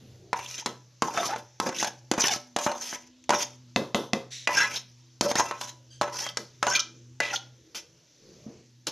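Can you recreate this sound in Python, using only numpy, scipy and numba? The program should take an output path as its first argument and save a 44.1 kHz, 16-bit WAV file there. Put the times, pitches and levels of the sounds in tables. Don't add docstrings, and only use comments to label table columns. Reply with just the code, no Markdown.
import sys
import numpy as np
from scipy import signal
from scipy.io import wavfile
from scipy.ndimage import uniform_filter1d
from numba import njit

SR = 44100
rng = np.random.default_rng(int(sys.argv[2]) if len(sys.argv) > 2 else 0)


def transcribe(u):
    v = np.clip(np.atleast_2d(u).T, -1, 1)
    q = np.round(v * 32767).astype(np.int16)
    wavfile.write(sys.argv[1], SR, q)


N = 392931
AIR_TOP_HZ = 13000
# (pitch [Hz], level [dB], 60 dB ring time [s])
BOWL_MODES = [(368, -12.5, 0.4), (523, -21.5, 0.37), (724, -17.5, 0.2), (778, -16.5, 0.3), (867, -4, 0.19),
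              (926, -7, 0.24), (985, -4.5, 0.26), (1061.5, -9, 0.22), (1120, -6.5, 0.11),
              (1307, -5.5, 0.25), (1390, -20, 0.076), (1528, -7.5, 0.1), (1686, -9.5, 0.17),
              (1790, -17.5, 0.12), (1997, -6, 0.38), (2458, 0, 0.13), (2706, -1.5, 0.12),
              (2865, -2.5, 0.038), (3250, -3.5, 0.06), (3610, -3, 0.031), (4080, -5, 0.028),
              (4500, -21.5, .15), (4950, -10, 0.1), (5230, -12, 0.15), (5420, -1.5, 0.2), (5650, -8, .1),
              (5880, -6, 0.065), (6480, -5, .15), (6230, -6.5, 0.022), (6830, -12.5, 0.053),
              (6310, -8, 0.14)]
# (pitch [Hz], level [dB], ring time [s])
RIM_MODE = (587, 0, .45)


def undb(db):
    return np.exp(np.asarray(db) * np.log(10) / 20)


def unit(x):
    return x / np.sqrt(np.mean(x ** 2))


def band(x, lo_hz, hi_hz, order=2):
    return signal.sosfilt(signal.butter(order, [lo_hz, hi_hz], "band", fs=SR, output="sos"), x)


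def curve(table):
    s, *columns = np.transpose(table)
    return [np.interp(np.arange(N) / SR, s, column) for column in columns]


def walk(rate):
    hold = int(SR / rate)
    levels = np.repeat(rng.standard_normal(N // hold + 1), hold)
    return 1.595 * uniform_filter1d(levels, hold)[:N]


def swells(db, changes):
    t = np.arange(N) / SR
    return db + sum(change_db * np.exp(-((t - s) / half_s) ** 4) for s, half_s, change_db in changes)


def add(track, sound, s):
    i = int(s * SR)
    track[i:i + len(sound)] += sound[:N - i]


def ring(modes, gains_db, stretch, push_s):
    hz, db, t60 = np.array(modes).T[:, :, None]
    longest_s = 0.5
    t = np.arange(int(min(longest_s, t60.max() * stretch + push_s) * SR)) / SR
    fade_db = db + gains_db[:, None] - 60 * t / (t60 * stretch)
    tones = undb(fade_db) * np.sin(2 * np.pi * hz * t)
    push = np.hanning(int(push_s * SR) + 3)
    return np.convolve(tones.sum(axis=0), push / push.sum())[:len(t)]


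def burst(lo_hz, hi_hz, t60):
    t = np.arange(int(.15 * SR)) / SR
    x = band(rng.standard_normal(len(t)) * undb(-60 * t / t60), lo_hz, hi_hz)
    return x / np.abs(x).max()


def nearness_db(hz, best_hz, db_per_octave):
    return -db_per_octave * np.abs(np.log2(hz / best_hz))


def kitchen():
    # (middle [s], half length [s], level change [dB])
    hum_changes = [(2.94, 0.38, -30.5), (7.97, 0.39, -19.5), (8.91, 0.1, -8), (8.52, .3, -4),
                   (0.65, 1.4, -2)]
    octave_changes = [(1, 1, -19), (2.95, 1, 11), (7.049, 0.25, 6.5), (7.9, 0.43, -10.5)]
    drone_changes = [(3.2, 0.61, 3.5), (5.902, 0.4, 5.7), (7.05, 0.36, 12), (7.72, 0.16, 17.5),
                     (8.5, 0.19, 7.4)]
    treble_changes = [(0, 0.21, 5), (4.7, 0.23, -9), (6.4, 0.29, 3.5), (8.448, 0.27, 5), (8.91, 0.49, -3.5)]
    murmur_changes = [(0, 0.57, 12), (2.8, 0.71, -0.5), (4.4, 0.38, 1.5), (7.101, .7, 4.5),
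                      (8.45, 0.25, 11)]
    # (pitch [Hz], level [dB per Hz])
    hiss_colour = [(30, -17), (60, -4), (100, 1.5), (180, -3), (330, -9), (520, -3), (750, -18),
                   (1200, -23.5), (2500, -21.5), (4500, -17.5), (6200, -13), (9000, -36), (13500, -20.5)]
    hum_hz = 124.2
    hum_db, octave_db = swells(-54, hum_changes), swells(-68.5, octave_changes)
    drone_db = swells(-75, drone_changes)
    phase = 2 * np.pi * np.cumsum(hum_hz * (1 + .012 * walk(25))) / SR
    hum = undb(hum_db + 1.9 * walk(7.1)) * np.sin(phase)
    octave = undb(octave_db + 0.78 * walk(8.8)) * np.sin(2 * phase)
    out = np.sqrt(2) * (hum + octave)
    out += undb(drone_db + 2.0 * walk(13)) * unit(band(rng.standard_normal(N), 318, 344))
    treble_db, murmur_db = swells(-56.5, treble_changes), swells(-62, murmur_changes) - 3
    colour_hz, colour_db = np.transpose(hiss_colour)
    for hz in 36 * 2 ** np.arange(0, 8.6, 1 / 3):
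        db = np.interp(np.log(hz), np.log(colour_hz), colour_db) + 10 * np.log10(hz) - 34.5
        part_db, flicker_db = (treble_db, 1.5) if hz > 900 else (murmur_db, 4.0)
        db = db + part_db + flicker_db * walk(6.1) + 0.59 * walk(47)
        out += undb(db) * unit(band(rng.standard_normal(N), hz / 2 ** (1 / 6), hz * 2 ** (1 / 6)))
    return out


def slides():
    # (time [s], length [s], level [dB], band spacing [Hz], echo share [0-1], top pitch [Hz])
    light_touches = [(4.303, 0.155, -34.5, 1920, .45, 7000), (5.899, 0.112, -48, 1558, .85, 7200)]
    out = np.zeros(N)
    for s, length_s, db, spacing_hz, echo, top_hz in light_touches:
        t = np.arange(int(length_s * SR)) / SR
        loop = np.r_[1, np.zeros(round(SR / spacing_hz) - 1), -min(echo, .93)]
        hiss = band(rng.standard_normal(len(t)), 2600, top_hz)
        banded = unit(signal.lfilter([1], loop, hiss))
        add(out, undb(db - 14 * t / length_s) * np.minimum(t / 0.03, 1) * banded, s)
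    return out


def pings():
    # (time [s], level [dB], pitch [Hz], second pitch [Hz], 60 dB ring time [s])
    glances = [(.46, -30, 3200, 6300, .04), (.487, -29, 5750, 6400, .05), (.542, -26, 5800, 2650, .04),
               (.579, -27, 6300, 3500, .04), (.597, -28, 5300, 3000, .05), (.66, -21, 3900, 2080, .04),
               (1.278, -24, 5300, 4700, .05), (1.745, -28, 5200, 2800, .04), (1.763, -24, 6000, 2800, .04),
               (1.785, -21, 3500, 6400, .05), (1.797, -22, 6400, 2000, .04), (1.811, -21, 5200, 2800, .04),
               (2.222, -20, 3400, 6250, .05), (2.237, -20, 2850, 6600, .06), (2.353, -25, 4800, 5600, .04),
               (4.76, -18, 3900, 5450, .06), (6.168, -25, 5900, 5000, .05), (6.242, -23, 6100, 5400, .04),
               (6.288, -23, 4900, 3200, .04), (6.371, -15, 5400, 4100, .025), (6.75, -17, 4100, 3300, .08),
               (6.763, -17, 3300, 4100, .06), (6.7935, -10, 5450, 3000, .025),
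               (6.8015, -10, 4000, 5900, .025), (7.359, -14, 3400, 4100, .03)]
    rise_s, half_width = .0008, .09
    out = np.zeros(N)
    for s, db, hz, second_hz, t60 in glances:
        sound = undb(-6) * burst(2500, 13000, t60 / 2)
        for part_hz, part_db in ((hz, 0), (second_hz, -5)):
            sound += undb(part_db) * burst(part_hz * (1 - half_width), part_hz * (1 + half_width), t60)
        rise = 1 - np.exp(-np.arange(len(sound)) / (rise_s * SR))
        add(out, undb(db - 2) * sound * rise, s)
    return out


@njit
def glide(x, hz, share):
    y, band_state, low_state = np.empty(len(x)), 0., 0.
    for i in range(len(x)):
        g = np.tan(np.pi * hz[i] / SR)
        v = (band_state + g * (x[i] - low_state)) / (1 + g * (g + share))
        band_state = 2 * v - band_state
        low_state += 2 * g * v
        y[i] = share * v
    return y


def even(x, hz, share):
    return glide(x, hz, share) / np.sqrt(np.pi * share * hz / SR)


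def slips():
    snags_per_s, snag_db, soft_limit = 90, 10, 3.5
    grains = rng.standard_normal(N) * undb(1.9 * rng.exponential(size=N))
    snag_hits = (rng.random(N) < snags_per_s / SR) * rng.random(N)
    snags = signal.lfilter([1], [1, -.985], snag_hits)
    clumps = undb(2.6 * walk(90) + 2.0 * walk(250))
    rough = unit(grains * clumps * (1 + undb(snag_db) * snags ** 2 / 2))
    return unit(np.tanh(rough / soft_limit))


def groans():
    # (time [s], length [s], start pitch [Hz], end pitch [Hz], level [dB], overtones [dB per octave])
    squeaks = [(6.22, .08, 3220, 3220, -42, -30), (0.602, 0.035, 915, 880, -49, -10),
               (1.14, 0.022, 705, 720, -34, -12), (1.161, 0.078, 721, 642, -31, -17),
               (1.22, .06, 1097, 1240, -38, -25), (1.271, 0.092, 695, 900, -31, -18),
               (1.28, 0.065, 1226, 1480, -39, -20), (1.811, 0.086, 800, 845, -38, -7),
               (2.232, 0.045, 2900, 2750, -34, -20), (2.205, .035, 6150, 6300, -36, -30),
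               (2.24, .03, 2000, 1650, -37, -20), (2.263, 0.042, 690, 888, -34, -7),
               (2.298, 0.045, 879, 649, -31, -10), (2.275, 0.026, 3570, 3540, -35, -20),
               (2.3, 0.032, 3050, 2800, -33.5, -23), (2.305, 0.039, 3710, 3460, -37.5, -16),
               (2.305, 0.043, 2300, 2090, -34, -14), (3.404, 0.045, 920, 987, -42, -7),
               (4.545, 0.13, 1560, 1660, -25.5, -19), (4.59, 0.081, 1996, 1970, -30.5, -12),
               (4.585, .045, 2680, 2694, -33, -13), (4.731, 0.041, 1600, 1740, -42, -14),
               (5.387, 0.027, 934, 934, -27, -19), (6.66, 0.037, 1343, 1467, -32.5, -11),
               (6.698, 0.07, 1500, 1626, -32.5, -15), (6.746, 0.026, 2450, 2400, -26.5, -17),
               (6.756, .07, 1404, 1325, -38.5, -20), (6.108, 0.067, 1020, 990, -43, -14),
               (6.2, .06, 830, 950, -44, -12), (5.355, 0.028, 1700, 2290, -31.5, -15.5),
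               (4.481, .07, 985, 1007, -36, -14), (4.601, 0.078, 897, 1080, -36.5, -15),
               (7.215, .12, 2000, 1990, -39, -25), (7.225, .055, 2450, 2450, -37, -25),
               (7.285, .04, 2650, 2650, -41, -25), (4.59, .06, 5400, 5420, -33, -30),
               (4.565, .025, 5400, 5350, -36, -30), (6.67, .055, 6500, 6450, -36, -30),
               (6.725, .05, 6500, 6400, -35, -30), (6.69, .08, 5450, 5450, -35, -30),
               (7.321, 0.031, 852, 863, -34, -17), (7.325, 0.034, 1517, 1400, -34.5, -17)]
    blur_hz = 110
    clean_share = .7
    out, edge = np.zeros(N), slips()
    wobble_hz, flutter_db = 25 * walk(120), 3 * walk(140)
    for s, length_s, start_hz, end_hz, db, tilt_db in squeaks:
        i = int(s * SR) + np.arange(int(length_s * SR))
        pitch_hz = np.linspace(start_hz, end_hz, len(i))
        phase = 2 * np.pi * np.cumsum(pitch_hz + wobble_hz[i]) / SR
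        gain = undb(db + 1.0) * signal.windows.tukey(len(i), .6)
        for k in range(1, min(6, int(AIR_TOP_HZ / start_hz) + 1)):
            clean = np.sqrt(2) * undb(flutter_db[i]) * np.sin(k * phase)
            blur = even(edge[i], k * pitch_hz, blur_hz / start_hz)
            mix = clean_share * clean + np.sqrt(1 - clean_share ** 2) * blur
            out[i] += gain * undb(tilt_db * np.log2(k)) * mix
    return out


def contact():
    # (time [s], level [dB], rasp above the level [dB], best-driven pitch [Hz])
    rubbing = [
        [(0.36, -39.5, -10.5, 877), (0.42, -40, -7, 2000), (0.454, -42, -2, 2700), (0.516, -43.5, -1, 2650),
         (0.55, -43, -1, 2650), (0.578, -46, 4, 2800), (0.606, -47, 4, 2000), (0.62, -49.5, -7.5, 1010)],
        [(1.04, -30, -11, 925), (1.096, -33, -9.5, 685), (1.134, -34, -8.5, 770), (1.172, -32, -7, 813),
         (1.272, -31.5, -4, 775), (1.292, -32.5, -3, 782), (1.368, -44.5, -8.5, 890), (1.385, -40.5, 0, 926)],
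        [(1.614, -34.5, -1, 990), (1.648, -31.5, -10, 830), (1.67, -25.5, -8, 740), (1.736, -40.5, -12, 940),
         (1.75, -37, 2, 1650), (1.775, -38, 3, 1300), (1.8, -35, 3, 1300), (1.822, -34, 0, 900),
         (1.85, -31, -3, 900), (1.875, -38, 1.5, 985)],
        [(2.13, -56, -37, 911), (2.174, -31, -9, 800), (2.194, -23, -14.5, 700), (2.226, -35, 8, 1730),
         (2.242, -19, -9.5, 1740), (2.274, -43.5, 12.5, 890), (2.33, -28.5, -4, 1120), (2.36, -41, 3, 946)],
        [(2.58, -29.5, -17.5, 668), (2.608, -26.5, -11, 656), (2.656, -48.5, 14.5, 915),
         (2.666, -21.5, -15.5, 820), (2.762, -39, -13.5, 642), (2.818, -42, 2.5, 1100),
         (2.894, -52, 14.5, 1300), (2.95, -32.5, -1, 1360)],
        [(3.318, -32, -16.5, 951), (3.344, -20, -9, 880), (3.378, -36, -6.5, 676), (3.398, -34, 5, 640),
         (3.43, -37.5, 7.5, 780)],
        [(4.49, -37, -6.5, 1088), (4.516, -31.5, -7.5, 1160), (4.546, -29, -4, 1530),
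         (4.616, -23.5, -3.5, 1780), (4.668, -31.5, -13.5, 1666), (4.704, -40.5, -8, 1530),
         (4.76, -37, 5, 1600), (4.775, -49.5, 14, 1660)],
        [(5.226, -24, -4, 885), (5.234, -28.5, -3.5, 846), (5.264, -17.5, -20, 640), (5.286, -35.5, 1, 668),
         (5.312, -30.5, -1.5, 764), (5.345, -37, -32, 657)],
        [(5.365, -24.5, -2, 960), (5.405, -21, -10, 933), (5.433, -31, -11.5, 952), (5.505, -37.5, -2, 1077),
         (5.515, -30.5, -17.5, 1130), (5.581, -49.5, 1.5, 1000), (5.625, -41, 1.5, 970), (5.7, -50, 12.5, 1160)],
        [(6.03, -22, -26, 635), (6.082, -27.5, -26.5, 595), (6.124, -39, -9, 621), (6.178, -40.5, 5.5, 1020),
         (6.192, -35.5, 3.5, 1290), (6.24, -42, 2.5, 1130), (6.264, -35, -3.5, 1390), (6.3, -47, 2, 1020)],
        [(6.642, -35.5, -12, 761), (6.66, -38, -8, 802), (6.668, -23, -22.5, 802), (6.694, -26, -7.5, 870),
         (6.718, -28, -6, 1566), (6.74, -33, 0.5, 2145), (6.752, -28, 6, 2260), (6.77, -29, 6, 2260),
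         (6.782, -38, -8, 2110)],
        [(7.217, -31, -16, 1670), (7.261, -29, -20, 2300), (7.269, -32, -21, 2300), (7.301, -27.5, -19, 1840),
         (7.325, -34.5, -6, 1260), (7.335, -36, 6, 1200), (7.36, -38.5, 5, 1310)],
    ]
    # (rumble above the level [dB], rasp pitch at the start [Hz], at the end [Hz],
    # rim tone as the grip allows [dB], sizzle above the rasp [dB])
    touch = [(-24, 5900, 5900, -14, 3), (-7, 6000, 5600, -5, 2), (-2, 6300, 5800, -12, 0),
             (-12, 6300, 5500, -16, 0), (-31, 6600, 5950, -9, 0), (-10.5, 6200, 6000, 4, -1),
             (-42, 5400, 5400, -13, 0), (-10, 5200, 5500, -3, -1), (-22, 5950, 6600, -12, -1),
             (-63, 5600, 5600, -4, 1), (-37, 6300, 5300, -15, -5), (-43, 4000, 5900, -13, -4)]
    # (time after its end [s], level change [dB], rumble change [dB])
    lift = [(0.037, -25.5, 27), (.13, -32, -2)]
    # (time [s], hold [s], level [dB], fall [dB per s], rumble [dB], rasp [dB],
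    # best-driven pitch [Hz], rasp pitch [Hz])
    rattles = [(0.665, 0.0037, -33, 259, 7.5, -9, 1000, 3000),
               (3.767, 0.0053, -26, 191.5, 9, -11.5, 600, 3430),
               (3.952, .006, -25, 200.5, 9, -7, 573, 3380),
               (4.135, .006, -30, 206.5, 9.5, -11.5, 580, 3410),
               (6.389, .006, -45, 219.5, 11, 0.5, 590, 4450),
               (7.751, 0.027, -44.5, 507, -16, 8.5, 2150, 5430),
               (8.87, 0.017, -30, 896, -3.5, -1, 800, 4260)]
    heavy_db, heavy_fade_s = 16.5, 0.01
    rattle_fall_db, rattle_rim_db, rattle_grit = 30.5, -15, .3
    tables = []
    for stroke, (rumble_db, start_hz, end_hz, rim_db, sizzle_db) in zip(rubbing, touch):
        start, (end, last_db, *rest) = stroke[0][0], stroke[-1]
        rows = []
        for s, db, rasp_db, best_hz in stroke:
            heavy_rumble_db = rumble_db + heavy_db * np.exp((start - s) / heavy_fade_s)
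            rasp_hz = np.interp(s, [start, end], [start_hz, end_hz])
            rows.append((s, db, heavy_rumble_db, rasp_db, best_hz, rasp_hz, rim_db, 1, sizzle_db))
        for s, db, more_db in lift:
            rows.append((end + s, last_db + db, rumble_db + more_db, *rest, end_hz, rim_db, 1, sizzle_db))
        tables.append(rows)
    for s, hold_s, db, db_per_s, *colour in rattles:
        rest = (*colour, rattle_rim_db, rattle_grit, 0)
        fallen = (s + hold_s + rattle_fall_db / db_per_s, db - rattle_fall_db, *rest)
        tables.append([(s, db, *rest), (s + hold_s, db, *rest), fallen])
    tables.sort()
    cut = [[row for row in t if row[0] < after[0][0] - .02] for t, after in zip(tables, tables[1:])]
    return cut + tables[-1:]


def strokes(tables):
    rows = []
    for t in tables:
        rows += [(t[0][0] - .008, -80, *t[0][2:]), *t, (t[-1][0] + .004, -80, *t[-1][2:])]
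    return curve(rows)


def scrape():
    db, rumble_db, rasp_db, best_hz, rasp_hz, rim_db, grit, sizzle_db = strokes(contact())
    edge = grit * slips() + np.sqrt(1 - grit ** 2) * rng.standard_normal(N)
    out = np.zeros(N)
    for hz, mode_db, t60 in [RIM_MODE, *BOWL_MODES]:
        rub_t60 = min(.5 * t60, 330 / hz)
        pole = np.exp(2j * np.pi * hz / SR - np.log(1000) / (rub_t60 * SR))
        if hz == RIM_MODE[0]:
            place_db = rim_db
        elif hz > 3000:
            place_db = rasp_db + nearness_db(hz, rasp_hz, 2.9)
        else:
            place_db = nearness_db(hz, best_hz, 9.3)
        damping_db = 0.38 * np.maximum(rumble_db + 3, 0)
        drive_db = db + mode_db + place_db - damping_db + 3.5 * walk(18)
        resonator = [0, pole.imag], [1, -2 * pole.real, abs(pole) ** 2]
        out += np.sqrt(1 - abs(pole) ** 2) * signal.lfilter(*resonator, edge * undb(drive_db - 7.0))
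    out += undb(db + rasp_db - 4 + 3.5 * grit * walk(60)) * even(edge, rasp_hz, share=.22)
    out += undb(db - 9 + 2.5 * grit * walk(35)) * even(edge, best_hz * 1.53, share=0.27)
    sizzle = unit(band(edge, 3700, 18000, order=1))
    out += undb(db + rasp_db + sizzle_db - 2 + 2.0 * grit * walk(35)) * sizzle
    out += undb(db + rumble_db - 8.5 + 2.0 * grit * walk(35)) * unit(band(edge, 120, 620))
    return out


def raps():
    # (time [s], level [dB], crack relative to it [dB])
    jar_blows = [(3.761, -1.5, -9), (3.946, -2.5, -8), (4.133, -2, -6.5)]
    # (pitch [Hz], level [dB], ring time [s])
    jar_modes = [(216.5, -5, 0.29), (252, 0, 0.13), (405, -13.5, 0.19), (536, -9.5, 0.63),
                 (726, 3.5, 0.066), (1073, 0.5, 0.059), (1160, -20, 0.086), (1740, -9, 0.022),
                 (2040, 0.5, 0.055), (2590, -15.5, 0.1), (2560, -5, 0.052), (3670, -18, 0.032)]
    # (time [s], level [dB])
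    plop_s, plop_db = (8.462, -32)
    out = np.zeros(N)
    scatter_db = 0.5 * rng.standard_normal((len(jar_blows), len(jar_modes)))
    for (s, db, crack_db), chance_db in zip(jar_blows, scatter_db):
        tone = ring(jar_modes, chance_db, 0.51, .0002)
        add(out, -undb(db - 7) * tone / np.abs(tone).max(), s)
        add(out, undb(db + crack_db) * burst(1200, 6100, 0.014), s)
    plop = ring([(224, 2.3, 0.13), (261.5, -1.6, 0.2)], np.zeros(2), 0.98, 0.0027)
    add(out, undb(plop_db) * plop, plop_s)
    add(out, undb(plop_db - 7.5) * burst(128, 450, 0.57), plop_s)
    return out


def knocks():
    # (time [s], level [dB], thud [dB], tick [dB], best-driven pitch [Hz],
    # ring length [factor], rim tone [dB]); thud, tick and rim are relative to the level
    bowl_blows = [(0.33, -5.5, -53, -16, 910, 1.2, -43.5), (0.391, -19.5, -31, -10, 975, 0.52, -30),
                  (0.66, -11, -11.5, -4, 1050, 1.05, -29), (1.0215, -4.5, -7, -8, 1080, 1.5, -37.5),
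                  (1.168, -15.5, -33, -23, 1500, 0.44, -40), (1.1748, -8, -44.5, -13, 1430, 0.8, -61),
                  (1.231, -14.5, -30, -12.5, 1200, .6, -39), (1.306, -20, -30, -10, 1390, 0.66, -43),
                  (1.336, -16.5, -30.5, -20, 1500, 0.4, -43.5), (1.361, -15, -36, -16, 620, 0.74, -19.5),
                  (1.6, -7.5, -10, -7, 1100, 1.8, -41), (1.663, -13.5, -35, -26, 507, 1.7, -35),
                  (1.691, -14, -6, -7, 800, 0.52, -33), (1.8455, -13, -20, -4, 900, .5, -35),
                  (1.827, -11, -11, -4.5, 790, 0.36, -23), (2.1143, -4, -5, -3, 507, 0.17, -27.5),
                  (2.137, -13.5, -11.5, -8.5, 540, 0.74, -26), (2.1792, -17.5, 4, -8, 690, 0.8, -16),
                  (2.282, -13, -30, 0, 2800, 1.1, -40), (2.361, -28.5, 4, 6, 576, 0.53, -7.5),
                  (2.563, -7, -9.5, -6.5, 720, 0.67, -18), (2.587, -13, -21, -6, 630, 0.58, -32),
                  (2.664, -8, -4, -16, 884, 1.7, -10), (2.716, -17, -26, -7, 580, 1.3, -5.5),
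                  (2.928, -17.5, -12.5, -14, 1590, 0.57, -26), (3.24, -57.5, -14, 19, 2310, 1.07, -28),
                  (3.293, -6.5, -11, -8, 620, 3.4, -13), (3.305, -2.5, -36, -9.5, 989, 1.5, -38),
                  (3.335, -7, -37, -19, 1020, 2.1, -13), (3.405, -18, -31, -11, 2600, 0.9, -31.5),
                  (4.4738, -2, -24, -12, 2400, 0.97, -30.5), (4.491, -12, -30, -33.5, 1000, 3.7, -17),
                  (5.21, -6.5, -4.5, -3, 750, 0.17, -27), (5.225, -16, 1, -25, 584, 0.65, -8),
                  (5.291, -21.5, -12.5, -4, 624, 0.63, -8.5), (5.314, -10, -8.5, -8.5, 600, 0.48, -28),
                  (5.355, -8.5, -7, -4.5, 730, 0.66, -24), (5.397, -2.5, -28.5, -11.5, 1010, 1.2, -26),
                  (5.511, -11.5, -39, -15, 1145, 1.8, -25), (5.612, -20, -28.5, -0.5, 990, 2.7, -17),
                  (6.013, -5, -13, -10.5, 1320, 1.2, -11), (6.019, -8.5, -28.5, -10.5, 885, 1, -15.5),
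                  (6.192, -21, -33, -8.5, 3000, 0.55, -45), (6.265, -15.5, -32, -9, 1930, 0.37, -35),
                  (6.371, -11.5, -24, -4.5, 1720, 0.17, -30.5), (6.628, -3, -64.5, -10, 1250, 0.53, -18),
                  (6.668, -6.5, -47.5, -10.5, 620, 1.3, -14.5), (7.2028, -5, -55, -12, 1830, 1.45, -21.5),
                  (7.747, -27, -21, -5, 2560, 0.86, -23), (8.869, -25, -24, 10.5, 520, 1, -15)]
    # (pitch [Hz], level [dB], ring time [s])
    upper_rim = [(1303, 0, .3), (1997, 0, .38), (2449, 0, .33)]
    # (time [s], then one level [dB] for each mode)
    clear_blows = [(3.293, -45, -41, -51.5), (3.334, -41.5, -61, -49.5), (4.473, -43, -37.5, -35),
                   (5.397, -34.5, -39, -47), (6.013, -29, -45.5, -43.5), (6.626, -44, -46.5, -44.5),
                   (7.202, -44, -32, -36)]
    out, hz = np.zeros(N), np.array(BOWL_MODES)[:, 0]
    scatter_db = 3.0 * rng.standard_normal((len(bowl_blows), len(BOWL_MODES)))
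    for (s, db, thud_db, tick_db, best_hz, stretch, rim_db), chance_db in zip(bowl_blows, scatter_db):
        gains_db = chance_db + nearness_db(hz, best_hz, 34.0)
        tone = ring(BOWL_MODES, gains_db, np.clip(stretch, .2, 3) * 0.39, .00015)
        rim = ring([RIM_MODE], np.zeros(1), 0.86, .0004)
        thud = ring([(193, -3.0, 0.012), (255, -1.8, 0.023)], np.zeros(2), 0.93, 0.00026)
        blow = ring([(1500, 0, 0.0015)], np.zeros(1), 0.93, .0001)
        add(out, -undb(db - 5.5) * tone / np.abs(tone).max(), s)
        add(out, undb(db + rim_db - 4.5) * rim, s)
        add(out, undb(db - 11.5) * burst(410, 1730, 0.056), s)
        add(out, -undb(db - 10) * blow, s)
        add(out, undb(db + thud_db - 3.0) * thud, s)
        add(out, undb(db + tick_db + 0.5) * burst(2502, 9000, 0.028), s)
    for s, *gains_db in clear_blows:
        add(out, ring(upper_rim, np.array(gains_db), 0.93, .0001), s)
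    return out


def room(near):
    t60_s, treble_t60_s = 0.33, .28
    t = np.arange(int(.5 * SR)) / SR
    low = band(rng.standard_normal(len(t)), 200, 1400, order=1) * undb(-60 * t / t60_s)
    high = band(rng.standard_normal(len(t)), 1600, 9200, order=1) * undb(-1.5 - 60 * t / treble_t60_s)
    tail = (low + high) * (t > .006)
    return signal.fftconvolve(near, undb(-14.5) * tail / np.sqrt(np.sum(tail ** 2)))[:N]


def scene():
    near = knocks() + raps() + scrape() + groans() + slides() + pings()
    high_pass = signal.butter(2, 115, "high", fs=SR, output="sos")
    close = signal.sosfilt(high_pass, near + room(near))
    return np.array([1, 1])[:, None] * (close + kitchen())


def record(dry):
    low_pass = signal.cheby1(4, 1.5, 6800, fs=SR, output="sos")
    mid = signal.sosfilt(low_pass, dry[0]) + undb(-10.0) * band(dry[0], 8960, AIR_TOP_HZ)
    side = band(mid * walk(400), 5620, 14000, order=8)
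    wide = mid + undb(-11) * side * np.array([[1], [-1]])
    return signal.sosfilt(signal.ellip(8, .2, 60, 13300, fs=SR, output="sos"), wide)


dry = scene()
out = record(dry)
transcribe(out)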